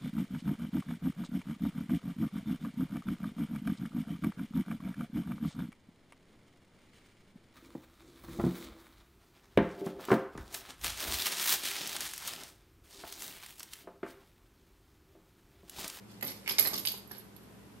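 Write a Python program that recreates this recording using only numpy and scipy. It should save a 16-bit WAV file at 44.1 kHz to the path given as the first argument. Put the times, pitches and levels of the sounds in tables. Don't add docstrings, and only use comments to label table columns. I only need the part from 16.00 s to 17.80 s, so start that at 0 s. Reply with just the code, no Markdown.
import sys
import numpy as np
from scipy import signal
from scipy.fft import rfft, irfft
from scipy.io import wavfile

SR = 44100
rng = np.random.default_rng(int(sys.argv[2]) if len(sys.argv) > 2 else 0)


def persist_wave(psi):
    counts = np.round(np.clip(psi, -1, 1) * 32767).astype(np.int16)
    wavfile.write(sys.argv[1], SR, np.atleast_2d(counts).T)


N = 79380
T = np.arange(2048) / SR

# pitch in Hz, level in dB.
HUM_TONES = [(65.5, -70.5), (111.5, -63.5), (200, -63), (291, -70.5), (423, -72)]
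# start in seconds, length in seconds, relative level in dB.
ROLLS = [(0.082, 0.14, -26), (.24, 0.081, -9.5), (0.332, 0.22, -23.5), (0.467, 0.08, -8), (0.588, 0.06, -7),
         (0.695, 0.1, -11.5), (0.862, 0.081, -16), (1.104, 0.11, -21), (1.353, 0.14, -33)]
# start in seconds, relative level in dB, upper tones' gain in dB.
PINGS = [(0.115, -32, -4), (.212, -22, -15), (0.2279, -14.5, 15), (0.2503, -13, 10), (0.2727, -6.5, -2),
         (0.3004, -15, -9), (0.3075, -14, 2), (.3635, -26, -6), (0.4777, -10, -18), (0.4908, -4, -9),
         (0.4936, -9, -12), (0.5003, -8.5, -5.5), (0.51, -9, -14.5), (0.5204, -4, -6), (0.589, 5, -10),
         (0.5954, 12, -11), (0.6105, -6, -6), (0.6267, 1.5, -7), (0.647, -7, 1), (0.6707, -7, 2),
         (0.673, 1.5, -4), (0.681, -2.5, -13), (0.7118, -9.5, -16), (0.741, -7, -14), (0.7637, -10, 0),
         (0.782, -8, 0), (0.795, -9, 1), (0.836, -16, -7), (.858, -0.5, -7), (0.8728, -15, -30),
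         (0.877, -14, 14), (0.885, -5.5, 4), (.919, -6, -20), (.977, -19, -20), (0.983, -22, -24),
         (1.075, -24.5, -21), (1.097, -34, 11), (1.116, -12.5, -10), (1.1696, -24, 2), (1.183, -15.5, -9),
         (1.195, -21, -10), (1.364, -22, -20), (1.433, -35.5, -7.5)]
# start in seconds, relative level in dB, hollow ring's gain in dB,
# hollow pitch in Hz, shell ring's gain in dB.
KNOCKS = [(0.2099, -19, 7.5, 2010, -10), (0.2257, -17, 20.5, 2035, -24), (0.2272, -9, 3, 2146, -1),
          (0.2653, -12, 5, 2200, -6), (0.2802, -7.5, -18, 2320, -7), (0.374, -21, -16, 2200, -7),
          (.461, -21, 16.5, 2260, 2), (0.4688, -24, 21, 2570, -8), (.477, -8.5, 17.5, 2334, 2.5),
          (0.488, -13, 2, 2400, 5), (0.4954, -1, 3, 2300, 2), (0.511, -11.5, -12, 2250, 9),
          (0.5838, 4.5, 3.5, 2275, 4), (0.5884, -8, 18.5, 2184, 9), (0.5955, -7, -11, 2090, 11.5),
          (0.606, -12.5, -10.5, 2030, 8.5), (0.6415, -6.5, -14, 2000, -16),
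          (0.6524, -11.5, 18.5, 1980, -14), (0.6586, -7.5, 8.5, 2070, 10.5), (0.6743, -3.5, 7.5, 2170, -1),
          (0.7339, -15, -18, 2150, 13.5), (0.74, -3, -19, 2190, 3.5), (0.7507, -17, 0, 2260, -8),
          (.757, -8, -10, 2200, -5), (0.7785, -7.5, -5, 2200, 3), (0.852, -0.5, -4, 2620, -19),
          (0.8721, 0, -17, 2500, 4), (0.8879, -16, 8, 2380, -1), (1.1125, -21, 16, 1710, 2),
          (1.1177, -23.5, 12, 1740, 5.5), (1.364, -25, -7, 2000, -8)]
# start in seconds, slap's gain in dB,
# added brightness in dB per octave, push's gain in dB.
THUMPS = [(0.2264, 3.5, -2, -14), (0.2295, 5.5, 0.5, -2), (.241, -1, 0.5, -10), (0.266, -6.5, 0, -23),
          (0.48, -3, 2, -13), (.497, 0, 1, -3.5), (0.511, 1, 2, -11.5), (0.586, -4, 3.5, -6),
          (.603, 5, 2, 4.5), (.639, -3.5, 2, -7), (.654, -1, 1.5, -17.5), (.665, -1, 5, -18),
          (0.714, -9, -3, -1.5), (.729, 1.5, 2, -1.5), (.745, -1.5, -7, -2), (.94, 0.5, -1, -5),
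          (1.113, -2.5, -6, -4.5), (1.15, -11.5, 2, -14)]

# pitch in Hz, relative level in dB, seconds to fade 60 dB.
BELL_TONES = [(11280, -14, .014), (11415, -9, .018), (11560, -3, .027), (11685, 1, .029),
              (11968, -13, .018), (12205, -13, .018), (12380, -12, .022)]
BELL_UPPER_TONES = [(13140, -7, .024), (13245, -4, .028), (13390, -11, .015)]
SHELL_TONES = [(3500, -8, 0.003), (4250, -2, 0.004), (4750, 2, 0.006), (5250, 1.5, 0.006),
               (5950, -3, 0.004), (6900, -5, 0.003)]
# multiple of the hollow pitch, relative level in dB, seconds to fade 60 dB.
HOLLOW_TONES = [(.9, -13, 0.0029), (1, -4, 0.011), (1.2, -12, 0.0055)]

# frequency in Hz, gain in dB.
AIR_COLOUR = [(15, -64), (25, -22), (54, -20), (118, -13), (135, -12), (202, -4), (271, -11.5), (363, -11),
              (543, -17), (673, -19), (1000, -18.5), (1090, -21), (6540, -34.5), (13800, -33.5),
              (15000, -30.5)]
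TICK_COLOUR = [(300, -52), (3000, -29.5), (7000, -8), (10000, -6), (12000, -0.5), (13500, 4),
               (16000, -24.5)]
CRACK_COLOUR = [(100, -56), (450, -29), (900, -11), (1400, -6), (2300, -0.5), (3100, 4.5), (4800, 4.5),
                (6300, -5), (8000, -5), (10000, 0), (12000, -12.5), (13500, -19), (16000, -75)]
BOARD_COLOUR = [(30, -54.5), (100, -8), (170, -1.5), (330, 0.5), (550, -2), (800, -6.5), (1150, 3.5),
                (1800, -19.5), (4000, -37.5)]
TAIL_COLOUR = [(100, 3.5), (1000, -3.5), (4500, -7), (8000, -1.5), (11500, -8.5), (14000, -4)]
LEFT_DIRECT_COLOUR = [(100, -2), (700, 4), (2200, -9), (4500, -10.5), (8000, 0), (11500, -24), (14000, -6)]
LEFT_ECHO_COLOUR = [(100, -2.5), (700, 3), (2200, -7), (4400, 3), (8000, 0), (10200, -8), (12000, -13),
                    (14000, 0.5)]

# frequency in Hz, likeness from 0 (unrelated) to 1 (same).
AIR_LIKENESS = [(30, .6), (100, 0.37), (300, 0.68), (700, 0.18), (1500, 0.12), (14000, .05)]
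TAIL_LIKENESS = [(60, 0.079), (200, 0.9), (450, 0.7), (900, 0), (14000, 0)]
# frequency in Hz, seconds to fade 60 dB.
ROOM_FADE = [(100, 0.212), (500, 0.73), (2000, 0.46), (4200, 0.38), (6500, 0.4), (9000, 0.44),
             (14000, 0.27)]
# delay in seconds, gain in dB.
EARLY_ECHOES = [(.0011, -7), (.0021, -9.5), (.0046, -6), (0.0132, -9.5), (0.018, -14.5), (.0215, -19)]

AIR_DB, HUM_WAVER = -55, 0.3
ROLL_KNOCK_DB, ROLL_KNOCKS_PER_S, ROLL_PING_DB, ROLL_PINGS_PER_S = -20, 500, -26.5, 104
ROLL_HOLLOW_HZ, ROLL_SPREAD_DB = (1720, 2660), 4.5
BELL_DB, TICK_DB, TICK_DECAY_S = -23, -16, 0.0006
PLASTIC_DB, CRACK_DB, CRACK_DECAY_S = -25, -5.5, 0.00083
SLAP_DB, SLAP_DECAY_S, PUSH_DB, PUSH_S = -10, 0.0023, -22.5, 0.00067
TONE_SPREAD_DB, CONTACT_S = 2, 0.00014
TAIL_DB, TAIL_BUILD_S, TAIL_CYCLE_HZ = 1, 0.007, 7
LOWEST_HZ, HIGHEST_HZ = 86, 14150


def amp(db):
    return 10 ** (np.asarray(db) / 20)


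def unit(x):
    return x / np.sqrt(np.mean(x ** 2) + 1e-20)


def look_up(table, hz):
    row_hz, value = np.transpose(table)
    return np.interp(np.log(hz + 1), np.log(row_hz + 1), value)


def add(mix, start, sound):
    part = mix[max(round(start * SR), 0):][:len(sound)]
    part += sound[:len(part)]


def colour(x, table, tilt_db=0, pivot_hz=1000, size=2048):
    hz = abs(np.fft.fftfreq(size, 1 / SR))
    log_gain = np.log(amp(look_up(table, hz) + tilt_db * np.log2((hz + 100) / pivot_hz)))
    taps = np.fft.ifft(np.exp(np.conj(signal.hilbert(log_gain)))).real
    return signal.fftconvolve(x, taps[:size // 2])[:len(x)]


def noise_pair(likeness):
    left, other = rfft(rng.standard_normal((2, N)))
    same = np.clip(look_up(likeness, np.fft.rfftfreq(N, 1 / SR)), -1, 1)
    right = same * left + np.sqrt(1 - same ** 2) * other
    return irfft(np.array([left, right]), N)


def burst(decay_s):
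    puff = rng.standard_normal(len(T)) * np.exp(-T / decay_s)
    return puff / np.linalg.norm(puff)


def ring(tones, detune):
    hz, db, fade_s = np.transpose(tones)[:, :, None]
    share, shift = rng.standard_normal((2, len(tones), 1))
    height = amp(db + TONE_SPREAD_DB * share)
    height = height * np.linalg.norm(amp(db)) / np.linalg.norm(height)
    fade = np.exp(-np.log(1000) * T / fade_s)
    waves = height * fade * np.sin(2 * np.pi * hz * (1 + detune * shift) * T)
    return waves.sum(0) * (1 - np.exp(-T / CONTACT_S))


def room_air():
    gain = amp(look_up(AIR_COLOUR, np.fft.rfftfreq(N, 1 / SR)))
    return amp(AIR_DB) * unit(irfft(rfft(noise_pair(AIR_LIKENESS)) * gain, N))


def appliance_hum():
    t = np.arange(N) / SR
    slow_only = np.exp(-np.fft.rfftfreq(N, 1 / SR) / 6)
    hum = np.zeros(N)
    for hz, db in HUM_TONES:
        swell, drift = HUM_WAVER * unit(irfft(rfft(rng.standard_normal((2, N))) * slow_only, N))
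        phase = 2 * np.pi * hz * t + drift + 2 * np.pi * rng.random()
        hum += amp(db) * np.sqrt(2) * (1 + swell) * np.sin(phase)
    return hum


def rattle(length_s, per_s, sound):
    t = np.arange(SR // 4) / SR
    hits = (rng.random(len(t)) < per_s / SR) * (t < length_s)
    strength = amp(ROLL_SPREAD_DB * np.minimum(rng.exponential(1, len(t)), 3))
    sign = rng.choice([-1, 1], len(t))
    return signal.fftconvolve(hits * sign * strength, sound)


def rolling(length_s, db, spots=5):
    out = 0
    for hz in np.linspace(*ROLL_HOLLOW_HZ, spots):
        tiny_knock = shell_knock(db + ROLL_KNOCK_DB, hollow_db=2.5, hollow_hz=hz, shell_db=-9.5)
        out += rattle(length_s, ROLL_KNOCKS_PER_S / spots, tiny_knock)
        tiny_ping = bell_ping(db + ROLL_PING_DB, upper_db=1.5)
        out += rattle(length_s, ROLL_PINGS_PER_S / spots, tiny_ping)
    return out


def bell_ping(db, upper_db, detune=0.0012):
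    metal = ring(BELL_TONES, detune) + amp(upper_db) * ring(BELL_UPPER_TONES, detune)
    tick = colour(burst(TICK_DECAY_S), TICK_COLOUR)
    return amp(db) * (amp(BELL_DB) * metal + amp(TICK_DB) * tick)


def shell_knock(db, hollow_db, hollow_hz, shell_db):
    hollow_tones = [(multiple * hollow_hz, level, fade_s) for multiple, level, fade_s in HOLLOW_TONES]
    shell = amp(shell_db) * ring(SHELL_TONES, detune=0.035)
    hollow = amp(hollow_db) * ring(hollow_tones, detune=0.01)
    crack = colour(burst(CRACK_DECAY_S), CRACK_COLOUR)
    return amp(db) * (amp(PLASTIC_DB) * (shell + hollow) + amp(CRACK_DB) * crack)


def floor_thump(slap_db, tilt_db, push_db):
    slap = colour(burst(SLAP_DECAY_S), BOARD_COLOUR, tilt_db, pivot_hz=400)
    age = T / PUSH_S
    push = age * (2 - age) * np.exp(-age)
    return amp(SLAP_DB + slap_db) * slap + amp(PUSH_DB + push_db) * push / np.linalg.norm(push)


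def room_tail(noise):
    hz, t, bands = signal.stft(noise[:SR], SR, nperseg=256)
    fade = np.exp(-np.log(1000) * t / look_up(ROOM_FADE, hz)[:, None])
    tail = signal.istft(bands * fade, SR, nperseg=256)[1]
    tail *= 1 - np.exp(-(np.arange(len(tail)) / SR / TAIL_BUILD_S) ** 2)
    return amp(TAIL_DB) * colour(tail / np.linalg.norm(tail), TAIL_COLOUR)


def echoes(x):
    paths = [room_tail(noise) for noise in noise_pair(TAIL_LIKENESS)]
    for path in paths:
        for delay, db in EARLY_ECHOES:
            add(path, delay + rng.uniform(0, 0.00044), amp([db]))
    left, right = [signal.fftconvolve(x, path)[:N] for path in paths]
    return np.array([colour(left, LEFT_ECHO_COLOUR), right])


def room(x, tails=3):
    turn = TAIL_CYCLE_HZ * np.arange(N) / SR
    shares = np.array([np.maximum(np.cos(2 * np.pi * (turn - k / tails)), 0) for k in range(tails)])
    shares /= np.linalg.norm(shares, axis=0)
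    left = colour(np.roll(x, 5), LEFT_DIRECT_COLOUR)
    return np.array([left, x]) + sum(echoes(x * share) for share in shares)


def scene():
    background = room_air() + appliance_hum()
    play = np.zeros(N)
    sources = (KNOCKS, shell_knock), (PINGS, bell_ping), (ROLLS, rolling), (THUMPS, floor_thump)
    for events, make_sound in sources:
        for start, *settings in events:
            add(play, start, make_sound(*settings))
    low_cut = signal.butter(4, LOWEST_HZ, "high", fs=SR, output="sos")
    return background + room(signal.sosfilt(low_cut, play))


def record(dry):
    high_cut = signal.firwin(101, HIGHEST_HZ, window=("kaiser", 8), fs=SR)
    return signal.oaconvolve(dry, high_cut[None], "same")


dry = scene()
out = record(dry)
persist_wave(out)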